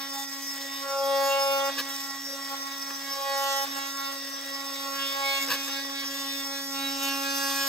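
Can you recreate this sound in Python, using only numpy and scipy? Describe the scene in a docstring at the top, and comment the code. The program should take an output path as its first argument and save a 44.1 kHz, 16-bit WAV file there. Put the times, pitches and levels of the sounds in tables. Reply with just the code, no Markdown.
"""Beside a wooden door jamb, near the floor: an oscillating multi-tool undercuts the wood, a hand's length away.
The blade swings 275 times a second: skimming, it rattles and rings; in long pushes and brief bites the jamb buzzes.
The swing is a sum of trembling partials; single partials of blade, shell and hum swell or fade for a while.
Filtered noise bursts rasp on both strokes, noise-driven resonances ring the plate and clamp,
and now and then the blade chatters in the slot; faint dull noise lies behind."""
import sys
import numpy as np
from scipy import signal
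from scipy.fft import rfft, irfft
from scipy.io import wavfile
from scipy.ndimage import uniform_filter1d

SR = 44100
rng = np.random.default_rng(int(sys.argv[2]) if len(sys.argv) > 2 else 0)


def wav_out(sig):
    """Save sig, one row per channel (or a flat mono array), as 16-bit PCM at SR to the path in sys.argv[1]."""
    wavfile.write(sys.argv[1], SR, np.round(np.clip(np.atleast_2d(sig).T, -1, 1) * 32767).astype(np.int16))


N = 338672
TIME_S = np.arange(N) / SR
BINS_HZ = np.fft.rfftfreq(N, 1 / SR)
SWING_HZ = 275.3

# partials 1, 2, 3 .. of the swing, relative levels: skimming_db, gripping_db
PARTIAL_LEVELS = [(-47, -48), (-51, -39), (-48, -34.5), (-43, -35.5), (-48, -40.5), (-49.5, -43.5),
                  (-45, -47), (-51.5, -47), (-53.5, -46), (-54, -45), (-55, -46), (-49.5, -44.5),
                  (-47, -44), (-49, -46), (-55, -48), (-54, -46), (-51.5, -46), (-48, -45), (-44, -44.5),
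                  (-46, -45), (-46, -46.5), (-50.5, -47.5)]
# envelope of the higher partials, relative: pitch_hz, level_db
FIZZ_ENVELOPE = [(6300, -48.5), (7700, -52.5), (9100, -52.5), (10200, -42), (11600, -33), (12900, -43),
                 (13800, -36.5), (15400, -47)]
# single partials of blade, shell and hum swell or fade for a while: start_s, end_s, pitch_hz, gain_db
PARTIAL_SWELLS = [(.1, .45, 4955, 6), (0, .3, 3579, 6), (.48, .55, 5231, 6), (.55, 1.35, 5700, -6),
                  (.13, .22, 826, 8), (.7, .87, 1101, 4), (.82, .97, 1376, 7), (.87, 1.02, 275, -3),
                  (.92, 1.02, 1927, -9), (1.04, 1.28, 275, 6), (1.05, 1.17, 3440, 10),
                  (1.12, 1.28, 1927, 7), (1.15, 1.3, 4540, 6), (1.18, 1.32, 6883, 8),
                  (1.3, 1.69, 2820, 13.5), (1.33, 1.5, 5230, 8), (1.2, 1.7, 826, 3), (1.42, 1.66, 3650, 5),
                  (1.5, 1.72, 275, 6), (1.52, 1.7, 1376, 5), (1.6, 1.7, 1927, 5), (1.35, 1.7, 2202, 5),
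                  (1.42, 1.55, 1927, -7), (1.72, 1.97, 5231, 3), (3.12, 3.3, 275, -6),
                  (3.12, 3.24, 1927, -8), (3.2, 3.45, 5781, -7), (3.26, 3.45, 1927, 7.5),
                  (3.3, 3.62, 4540, 5), (3.45, 3.64, 1927, 10), (3.35, 3.63, 6057, 6), (3.4, 3.63, 6600, 5),
                  (3.42, 3.62, 3205, 11), (3.47, 3.65, 5231, 5), (3.52, 3.64, 5781, 8),
                  (3.66, 4.03, 1376, 6), (3.72, 3.84, 826, 4), (3.85, 4.05, 6057, 6), (4.3, 4.9, 1101, 3),
                  (4.95, 5.13, 826, -7), (4.97, 5.42, 3420, 4.5), (5, 5.15, 5231, 4), (5.1, 5.42, 1101, 4),
                  (5.15, 5.35, 826, 4), (5.12, 5.3, 1652, 4), (5.0, 5.42, 2753, 5), (5.22, 5.46, 2265, 12),
                  (5.39, 5.46, 5231, 5), (5.3, 5.42, 275, -4), (6.15, 6.42, 3660, 7),
                  (6.45, 6.72, 5231, 2.5), (6.6, 6.87, 3680, 9), (6.7, 7.05, 1376, 4),
                  (6.75, 7.25, 2753, 6.5), (6.85, 7.02, 3854, 8.5), (6.9, 7.75, 3028, 4),
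                  (7.05, 7.6, 6057, 4), (7.1, 7.75, 1652, 8.5), (7.1, 7.75, 1230, 6.5),
                  (7.15, 7.75, 2478, 6), (7.15, 7.75, 4130, 6), (7.3, 7.75, 4780, 7),
                  (7.42, 7.75, 3854, -5)]
# the hand's feed between bites: time_s, pressure (0-1)
HAND_FEED = [(0, 0.4), (.42, 0), (.78, 0.66), (1.97, 0.4), (2.22, 0.25), (2.5, 0.44), (2.8, 0.47),
             (3.1, 0.66), (3.75, 0.66), (4.0, 0.84), (4.25, 0), (4.95, 1), (5.65, 1), (5.95, 0.61),
             (6.5, 0.9), (6.8, 1)]
# the teeth bite: start_s, rise_s, length_s, boom_db, buzz_db, bark_db, fizz_db
TOOTH_BITES = [(0.113, 0.026, 0.13, -71, -43, -45.5, -36), (0.254, 0.043, 0.33, -77, -66, -50, -38.5),
               (0.572, 0.066, 0.11, -48.5, -62, -61, -42), (0.796, 0.46, 0.9, -27, -29.7, -37.5, -38.5),
               (1.848, 0.038, 0.23, -65, -56, -45, -39), (2.26, 0.055, 0.1, -44.5, -61, -64, -50),
               (2.496, 0.024, 0.049, -49, -36, -53, -44), (2.833, 0.088, 0.081, -49, -45.5, -63, -48),
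               (3.048, 0.4, 0.6, -36, -30.5, -39, -37), (3.747, 0.023, 0.044, -46, -42, -61, -36),
               (4.047, 0.077, 0.86, -48, -50, -46, -60), (4.905, 0.44, 0.48, -40.5, -38.5, -33.5, -36.5),
               (5.348, 0.078, 0.097, -66, -57, -39, -32), (5.6, 0.039, 0.085, -67, -58, -58, -35),
               (6.08, 0.03, 0.14, -71, -67, -41, -39), (6.296, 0.03, 0.12, -64, -63, -41, -38),
               (6.71, 0.81, 1.26, -46, -39.5, -42.5, -32.5), (6.978, 0.057, 0.11, -50, -38, -39.5, -31)]
# answer of each part of the cut to the hand: touch_db (lightest touch), feed_db (gain at full feed),
# deep_db (gain deep in the slot), wander_db (unsteadiness), share (of a bite's rise needed),
# power (steepness of that rise), sag_db_per_s (once the teeth are in)
BOOM_EFFORT = dict(touch_db=-59.5, feed_db=8.5, deep_db=5, wander_db=2.5, share=0.67, power=1, sag_db_per_s=7)
BUZZ_EFFORT = dict(touch_db=-49.5, feed_db=11.5, deep_db=-6, wander_db=2.8, share=0.86, power=0.74, sag_db_per_s=7)
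BARK_EFFORT = dict(touch_db=-50, feed_db=10, deep_db=1.5, wander_db=2.5, share=0.97, power=1.6, sag_db_per_s=12)
FIZZ_EFFORT = dict(touch_db=-43, feed_db=4.5, deep_db=2, wander_db=0.2, share=0.97, power=2.6, sag_db_per_s=7)
# hum of the freely swinging housing: time_s, level_db
HOUSING_HUM = [(0, -46.6), (4.3, -47.6), (5.7, -43.6), (6.35, -42.2), (6.58, -44.5), (6.85, -38.5),
               (7.15, -37.3), (7.68, -42.8)]
# extra rattle and tearing over an even cut: time_s, gain_db
RATTLE_GAIN = [(0, 7.5), (.35, 1.5), (.6, 8.5), (.85, 7), (1.55, 15), (1.72, 12), (2.0, 5.5), (2.35, 4.5),
               (2.5, 8), (2.8, 5), (3.05, 6), (3.55, 16.5), (3.75, 9), (3.93, 4), (4.15, 8), (4.6, 6.5),
               (5.4, 14.5), (5.62, 11), (6.05, 4), (6.25, 3.5), (6.6, 0), (7.0, 13)]
# rasp spectra of tearing fibres, slot and steel plate: pitch_hz, density_db (per Hz, relative)
WOOD_SPECTRUM = [(200, -17.5), (380, -15), (550, 4), (1100, 0), (1450, 0.5), (1900, 7), (2150, 4),
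                 (2330, 2)]
SLOT_SPECTRUM = [(2400, -16), (2600, -5), (2900, -16), (3150, -11), (3500, -1), (3900, -4), (4250, -9),
                 (4600, -2), (5200, -8), (5600, -40)]
STEEL_SPECTRUM = [(3500, -9), (4700, -4.5), (5250, 5.5), (5950, -2), (6600, -3.5), (8000, -4.5),
                  (9000, -1.5), (11500, -67), (12600, 4), (13600, -23), (15400, -2)]
# own pitches of the steel plate, and of the clamp and housing: pitch_hz, width_hz, level_db (relative)
PLATE_MODES = [(5236, 19, 12), (5520, 40, -24), (5410, 25, 10), (5370, 40, -13), (5660, 50, 1)]
CLAMP_MODES = [(1138, 20, 4.5), (1240, 14, -8.5), (2040, 30, -22), (3334, 25, 8.5), (3575, 22, 2.5),
               (3970, 55, -4)]
# the blade jumps in the slot: centre_s, length_s, knock_db, scratch_db
CHATTER_EVENTS = [(.17, 0.053, -69, -61), (0.622, 0.028, -55, -40.5), (1.7, 0.02, -36.5, -50),
                  (1.795, 0.041, -32, -30), (1.891, 0.02, -45, -49), (2.53, 0.022, -44, -55),
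                  (2.623, .03, -54, -52), (2.76, .03, -59, -46), (2.907, 0.011, -37, -56),
                  (3.675, 0.048, -48, -54), (3.776, 0.027, -45, -43), (5.489, 0.017, -36, -52),
                  (5.513, 0.029, -27, -28.5), (5.542, 0.043, -32.5, -32), (5.685, 0.03, -39, -44),
                  (5.85, 0.013, -43, -54), (5.898, 0.022, -48, -55), (6.041, 0.038, -42, -54)]
# jamb resonances under the knocks: pitch_hz, width_hz, level_db (relative)
JAMB_MODES = [(218, 260, -10), (520, 51, -1), (1130, 63, 6.5), (1660, 99, 4.5), (2680, 380, 3)]
# spectra of the chatter's scratch and the background: pitch_hz, density_db (per Hz, relative)
SCRATCH_SPECTRUM = [(300, -29), (1000, -43), (2500, -1), (4000, 8), (5500, 5.5), (7500, -4.5), (12500, 1),
                    (15500, -2)]
ROOM_SPECTRUM = [(25, -14), (55, -7), (120, -6), (200, -8), (400, -9), (1500, -31)]
# phase lead of the left microphone port over the right: pitch_hz, lead_rad
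PORT_LEAD = [(0, 0), (2250, 0), (2500, 1.3), (3350, 1.5), (3750, 0), (4600, 0), (5000, 1.7), (5250, 1.7),
             (5500, 1.9), (5780, 2.6), (6200, 0), (7300, 0), (10000, -3.14), (13400, -6.28), (16000, -8.7)]

SINK_S = (3.6, 8.4)  # the blade sinks into the slot
SEATED_S = (5.9, 7.4)  # the slot walls take hold of the blade and steady it
GRIP_DB = -34.5  # load at half grip
RELEASE_S = 0.009  # decay when the teeth let go
HELD_DB, HELD_DROP_DB = -41.5, 7.5  # boom at which the wood holds the tool; drop of the hum
KICK_DB, KICK_S = 3.5, 0.14  # the freed tool shakes harder for a moment
WOOD_DB, WOOD_DAMP_DB = -57, 11  # fibre rasp in an even cut; a firm grip tears more evenly
STEEL_DB, STEEL_DAMP_DB = -45, 3  # plate rasp at the lightest touch; damping by a firm grip
STEEL_FOLLOW, STEEL_RATTLE = 0.63, 0.26  # dB of plate rasp per dB of fizz, per dB of rattle
FLURRY_MAX_DB = 5
PLATE_DB, PLATE_DEEP_DB = -1.64, 2  # gain of the plate's partials; extra deep in the slot
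PLATE_RING_DB, CLAMP_RING_DB = -52, -54  # in an even cut
RING_GRIP_DB, RING_DEEP_DB = 5, 4.5  # a firm grip and a deep cut raise both rings
TOP_HZ = 15750


def jamb(turns, grip, boom_db, buzz_db):
    """The teeth drag the wood to and fro: a boom at two pushes a swing, a buzz of partials 3-5 above it."""
    boom = partials(turns, grip, orders=np.arange(2, 3), loose=0.39, firm=0.044, apart=0.21,
                    sway_db=1.0, db=boom_db)
    buzz = partials(turns, grip, orders=np.arange(3, 6), loose=0.42, firm=0.02, apart=0.6,
                    sway_db=0.9, db=buzz_db)
    return pan(boom, db=5.0) + pan(buzz, db=-3.0)


def blade(turns, grip, bark_db, fizz_db, flutter_db=2.0):
    """Teeth bark on the slot's end, the plate rings at 5-6 kHz.
    In a firm cut the edge steadies in pitch; edge and top grow louder."""
    edge_db = fizz_db - 11.0 + 3.0 * grip
    top_db = fizz_db - 11.0 + 4.6 * grip
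    bark = partials(turns, grip, orders=np.r_[6, 8:18], loose=0.42, firm=0.04, apart=0.65,
                    sway_db=3.5, db=bark_db)
    plate = partials(turns, grip, orders=np.arange(18, 23), loose=0.65, firm=0.14, apart=0.4,
                     sway_db=2.5, memory_hz=12)
    edge = partials(turns, grip, orders=np.arange(23, 34), loose=0.28, firm=0.06, apart=0.4,
                    sway_db=4.5, db=edge_db)
    top = partials(turns, grip, orders=np.arange(34, 58), loose=1.0, firm=1.0, apart=0.017,
                   sway_db=5.5, db=top_db, memory_hz=25.1)
    # a loose blade bounces in the slot: flurries
    flutter = undb(flutter_db * (1.0 - 0.14 * grip) * walk(44))
    plate_gain = undb(PLATE_DB + PLATE_DEEP_DB * depth())
    return pan(bark, db=-2.0) + edge + (plate_gain * plate + top) * flutter


def housing(turns, grip, hum_db):
    """The body shakes at the swing rate; its shell sings at the seventh partial."""
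    hum = partials(turns, grip, orders=np.arange(1, 2), loose=0.06, firm=0.06, apart=0.12,
                   sway_db=0.4, db=hum_db)
    shell = partials(turns, grip, orders=np.arange(7, 8), loose=0.25, firm=0.12, apart=0.4, sway_db=1.5)
    return pan(hum, db=-2.5) + pan(shell * undb(-1.0), db=-5.5)


def partials(turns, grip, orders, loose, firm, apart, sway_db, db=None, memory_hz=6, sway_rate_hz=14):
    """Sum partials of the swing, each with its own tremble (loose to firm), flicker and swells.
    db, if given, sets their joint level before flicker and swells."""
    out, power = np.zeros((2, N)), 0
    waver = (loose + (firm - loose) * grip).astype(np.float32)
    for order in orders:
        hz = order * SWING_HZ
        if order <= len(PARTIAL_LEVELS):
            low_db, high_db = PARTIAL_LEVELS[order - 1]
        else:
            low_db = high_db = np.interp(hz, *np.transpose(FIZZ_ENVELOPE))
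        plain_db = low_db + (high_db - low_db) * grip
        size = undb(plain_db + swell_db(hz) + sway_db * np.tanh(walk(sway_rate_hz)))
        cycles = (order * turns + rng.random()) % 1
        angle = (2 * np.pi * cycles + 0.74 * walk(3.07)).astype(np.float32)
        # wall and floor reflections shift as the hand moves, differently at each port
        angle = angle + (apart * walk(3.5)).astype(np.float32) * np.float32([[1], [-1]])
        along = waver * tremble(memory_hz, 2 * apart)
        across = waver * tremble(memory_hz, 2 * apart)
        wave = (1 + along) * np.sin(angle) + across * np.cos(angle)
        out += size / np.sqrt(1 + 2 * waver ** 2) * wave
        power = power + undb(2 * plain_db)
    joint_gain = 1 if db is None else undb(db) / np.sqrt(power)
    return out * np.sqrt(2) * joint_gain


def swell_db(hz, width_hz=190, ease_s=0.04):
    """Gain in dB by which one partial swells or fades for a while, shared with close neighbours."""
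    gain_db = 0
    for start_s, end_s, centre_hz, db in PARTIAL_SWELLS:
        if abs(hz - centre_hz) < SWING_HZ:
            inside_s = np.minimum(TIME_S - start_s, end_s - TIME_S)
            fade = np.clip(inside_s / ease_s + 0.5, 0, 1)
            gain_db = gain_db + db * np.exp(-((hz - centre_hz) / width_hz) ** 2) * fade
    return gain_db


def tremble(memory_hz, apart):
    """Chance renewed each swing with memory of the last few, partly different per port; spread near 1."""
    count = int(N / SR * SWING_HZ) + 3
    kicks = rng.standard_normal(count) + apart * rng.standard_normal((2, count))
    slow = signal.lfilter([1], [1, -np.exp(-2 * np.pi * memory_hz / SWING_HZ)], kicks)
    knots = unit(signal.resample_poly(slow, 8, 1, axis=1))
    return np.array([np.interp(TIME_S * SWING_HZ * 8, np.arange(len(k)), k) for k in knots], np.float32)


def effort(bite_db, touch_db, feed_db, deep_db, wander_db, share, power, sag_db_per_s):
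    """Level in dB of one part of the cut: skimming that follows feed and depth, plus bite energy."""
    feed, = curves(HAND_FEED)
    skim_db = touch_db + feed_db * feed + deep_db * depth() + wander_db * walk(12)
    energy = undb(skim_db) ** 2
    for (start_s, rise_s, length_s, *_), db in zip(TOOTH_BITES, bite_db):
        sag_db = sag_db_per_s * np.maximum(TIME_S - start_s - share * rise_s, 0)
        envelope = bite(start_s, share * rise_s, length_s, power)
        energy = energy + (undb(db - sag_db) * envelope) ** 2
    return 10 * np.log10(energy)


def bite(start_s, rise_s, length_s, power):
    """Envelope of one bite: builds as the hand leans in, holds, lets go quickly."""
    age_s = TIME_S - start_s
    return np.clip(age_s / rise_s, 0, 1) ** power * np.exp(-np.maximum(age_s - length_s, 0) / RELEASE_S)


def shaking(boom_db):
    """Hum level in dB: a firm bite steadies the housing; it kicks when the blade comes free."""
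    held = uniform_filter1d(1 / (1 + undb(HELD_DB - boom_db) ** 8), size=int(0.07 * SR))
    freed = np.maximum(np.interp(TIME_S - KICK_S, TIME_S, held) - held, 0)
    return curves(HOUSING_HUM)[0] - HELD_DROP_DB * held + KICK_DB * freed


def depth():
    """Depth of the blade in the slot: 0 shallow, 1 at the end of SINK_S."""
    return np.interp(TIME_S, SINK_S, (0, 1))


def rasp(turns, wood_db, steel_db, sharp=0.3, scatter_db=3.5, back_db=1.5, slot_db=1.0, slot_deep_db=9.5):
    """Fibres tear in a noise burst on each stroke, stronger on the second, no two alike."""
    burst = np.exp(sharp * np.sin(2 * np.pi * turns) ** 2)
    burst *= undb(scatter_db * np.tanh(per_stroke(2 * turns)) + back_db * (turns % 1 > 0.5))
    wood = tearing(burst, WOOD_SPECTRUM, apart=0.7, flicker_db=1.5, grit_db=1)
    slot = tearing(burst, SLOT_SPECTRUM, apart=1, flicker_db=1.7, grit_db=1)
    steel = tearing(burst, STEEL_SPECTRUM, apart=0.45, flicker_db=1.5, grit_db=3)
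    slot_gain = undb(slot_db + slot_deep_db * depth())  # relative to the wood
    return (wood + slot * slot_gain) * undb(wood_db) + steel * undb(steel_db)


def tearing(burst, spectrum, apart, flicker_db, grit_db):
    """Burst noise broken into flurries and single grains; rms 1."""
    flurry_db = FLURRY_MAX_DB * np.tanh(flicker_db * walk(55) / FLURRY_MAX_DB)
    return colour(noise(apart) * burst * undb(flurry_db + grit_db * walk(3000)), spectrum)


def ringing(turns, grip, flurry_db=5.5):
    """The scraping teeth keep plate and clamp ringing at their own pitches, in flurries."""
    burst = np.exp(np.sin(2 * np.pi * turns) ** 2)
    plate = ring(noise(apart=0.2) * burst * undb(flurry_db * walk(25)), PLATE_MODES)
    clamp = ring(noise(apart=0.62) * burst * undb(flurry_db * walk(25)), CLAMP_MODES)
    drive = undb(RING_DEEP_DB * depth() + RING_GRIP_DB * grip)
    return (plate * undb(PLATE_RING_DB) + clamp * undb(CLAMP_RING_DB)) * drive


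def chatter(turns, slip=0.15, contact_hz=2200, grit_db=3):
    """The blade jumps: about three uneven knocks a swing on either side of the jamb, with a grainy scratch."""
    knock_gain, scratch_gain = 0, 0
    for centre_s, length_s, knock_db, scratch_db in CHATTER_EVENTS:
        swell = np.exp(-np.minimum(abs(2 * (TIME_S - centre_s) / length_s), 4) ** 3)
        knock_gain = knock_gain + undb(knock_db) * swell
        scratch_gain = scratch_gain + undb(scratch_db) * swell
    force = undb(2 * np.tanh(per_stroke(3 * turns)))
    side = np.sign(per_stroke(3 * turns))
    contacts = np.diff(np.floor(3 * (turns + slip * walk(120))), prepend=0)
    # soft wood blunts each knock
    blunt = signal.butter(2, (260, contact_hz), "bandpass", fs=SR, output="sos")
    knocks = signal.sosfilt(blunt, contacts * force * side)
    grains = undb(grit_db * np.tanh(walk(900)))
    scratch = colour(noise(apart=0.1) * force * grains, SCRATCH_SPECTRUM)
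    return ring(knocks, JAMB_MODES) * knock_gain + scratch * scratch_gain


def room():
    """Faint low-weighted background noise with a slowly wandering level."""
    return undb(-71.0) * colour(noise(apart=0.14) * undb(walk(3.4)), ROOM_SPECTRUM)


def undb(db):
    """Decibels to gain."""
    return np.exp(np.asarray(db) * (np.log(10) / 20))


def unit(x):
    """Scale to rms 1."""
    return x / np.sqrt(np.mean(x ** 2))


def curves(table):
    """Each column of a table, joined by straight lines in time."""
    time_s, *columns = np.transpose(table)
    return [np.interp(TIME_S, time_s, c) for c in columns]


def walk(rate_hz):
    """Smooth chance, spread near 1, changing about rate_hz times a second."""
    knots = signal.resample_poly(rng.standard_normal(int(N / SR * rate_hz) + 3), 8, 1)
    return np.interp(TIME_S * rate_hz * 8, np.arange(len(knots)), knots)


def per_stroke(turns):
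    """One random value held for each whole unit of turns."""
    return rng.standard_normal(N // 50)[turns.astype(int)]


def noise(apart):
    """Two channels of noise: a common part, and reflections that differ at each port."""
    return rng.standard_normal(N) + apart * rng.standard_normal((2, N))


def colour(x, points):
    """Filter by a (pitch_hz, density_db) spectrum, rolled off beyond its ends; rms 1."""
    hz, db = np.transpose(points)
    gain = undb(np.interp(np.log(BINS_HZ + 1), np.log(hz), db))
    gain /= np.hypot(1, (BINS_HZ / hz[-1] / 1.3) ** 4)
    gain /= np.hypot(1, (hz[0] / 1.3 / (BINS_HZ + 1)) ** 4)
    return unit(irfft(rfft(x) * gain, N))


def ring(x, modes):
    """Pass through parallel (pitch_hz, width_hz, level_db) resonances; rms 1."""
    response = 0
    for hz, width_hz, db in modes:
        damping = 1j * BINS_HZ * width_hz
        response = response + undb(db) * damping / (hz ** 2 - BINS_HZ ** 2 + damping)
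    return unit(irfft(rfft(x) * response, N))


def pan(x, db):
    """Set left minus right gain in dB."""
    return x * undb(np.array([[db], [-db]]) / 2)


def scene():
    """All layers but the room follow one swing with a little play; the louder the wood, the firmer the grip."""
    turns = np.cumsum(SWING_HZ + 0.211 * walk(12) + 0.46 * walk(90)) / SR
    _, _, _, booms_db, buzzes_db, barks_db, fizzes_db = np.transpose(TOOTH_BITES)
    boom_db = effort(booms_db, **BOOM_EFFORT)
    buzz_db = effort(buzzes_db, **BUZZ_EFFORT)
    bark_db = effort(barks_db, **BARK_EFFORT)
    fizz_db = effort(fizzes_db, **FIZZ_EFFORT)

    load = np.sqrt(undb(boom_db) ** 2 + undb(buzz_db) ** 2 + undb(bark_db) ** 2)
    seated = np.interp(TIME_S, SEATED_S, (0, 0.9))
    grip = np.maximum(1 / (1 + (undb(GRIP_DB) / load) ** 4), seated)

    rattle_db, = curves(RATTLE_GAIN)
    wood_db = WOOD_DB + rattle_db - WOOD_DAMP_DB * grip
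    steel_db = STEEL_DB + STEEL_FOLLOW * (fizz_db - FIZZ_EFFORT["touch_db"])
    steel_db = steel_db - STEEL_DAMP_DB * grip + STEEL_RATTLE * rattle_db

    cut = jamb(turns, grip, boom_db, buzz_db) + rasp(turns, wood_db, steel_db) + chatter(turns)
    tool = blade(turns, grip, bark_db, fizz_db) + housing(turns, grip, shaking(boom_db))
    return cut + tool + ringing(turns, grip) + room()


def record(dry):
    """Two close microphone ports hear the tool out of step; the top is cut."""
    lead_rad = np.interp(BINS_HZ, *np.transpose(PORT_LEAD))
    low_pass = np.clip((TOP_HZ - BINS_HZ) / 150 + 0.5, 0, 1)
    port_shift = np.exp(0.5j * lead_rad * np.array([[1], [-1]]))
    return irfft(rfft(dry) * low_pass * port_shift, N)


dry = scene()
out = record(dry)
wav_out(out)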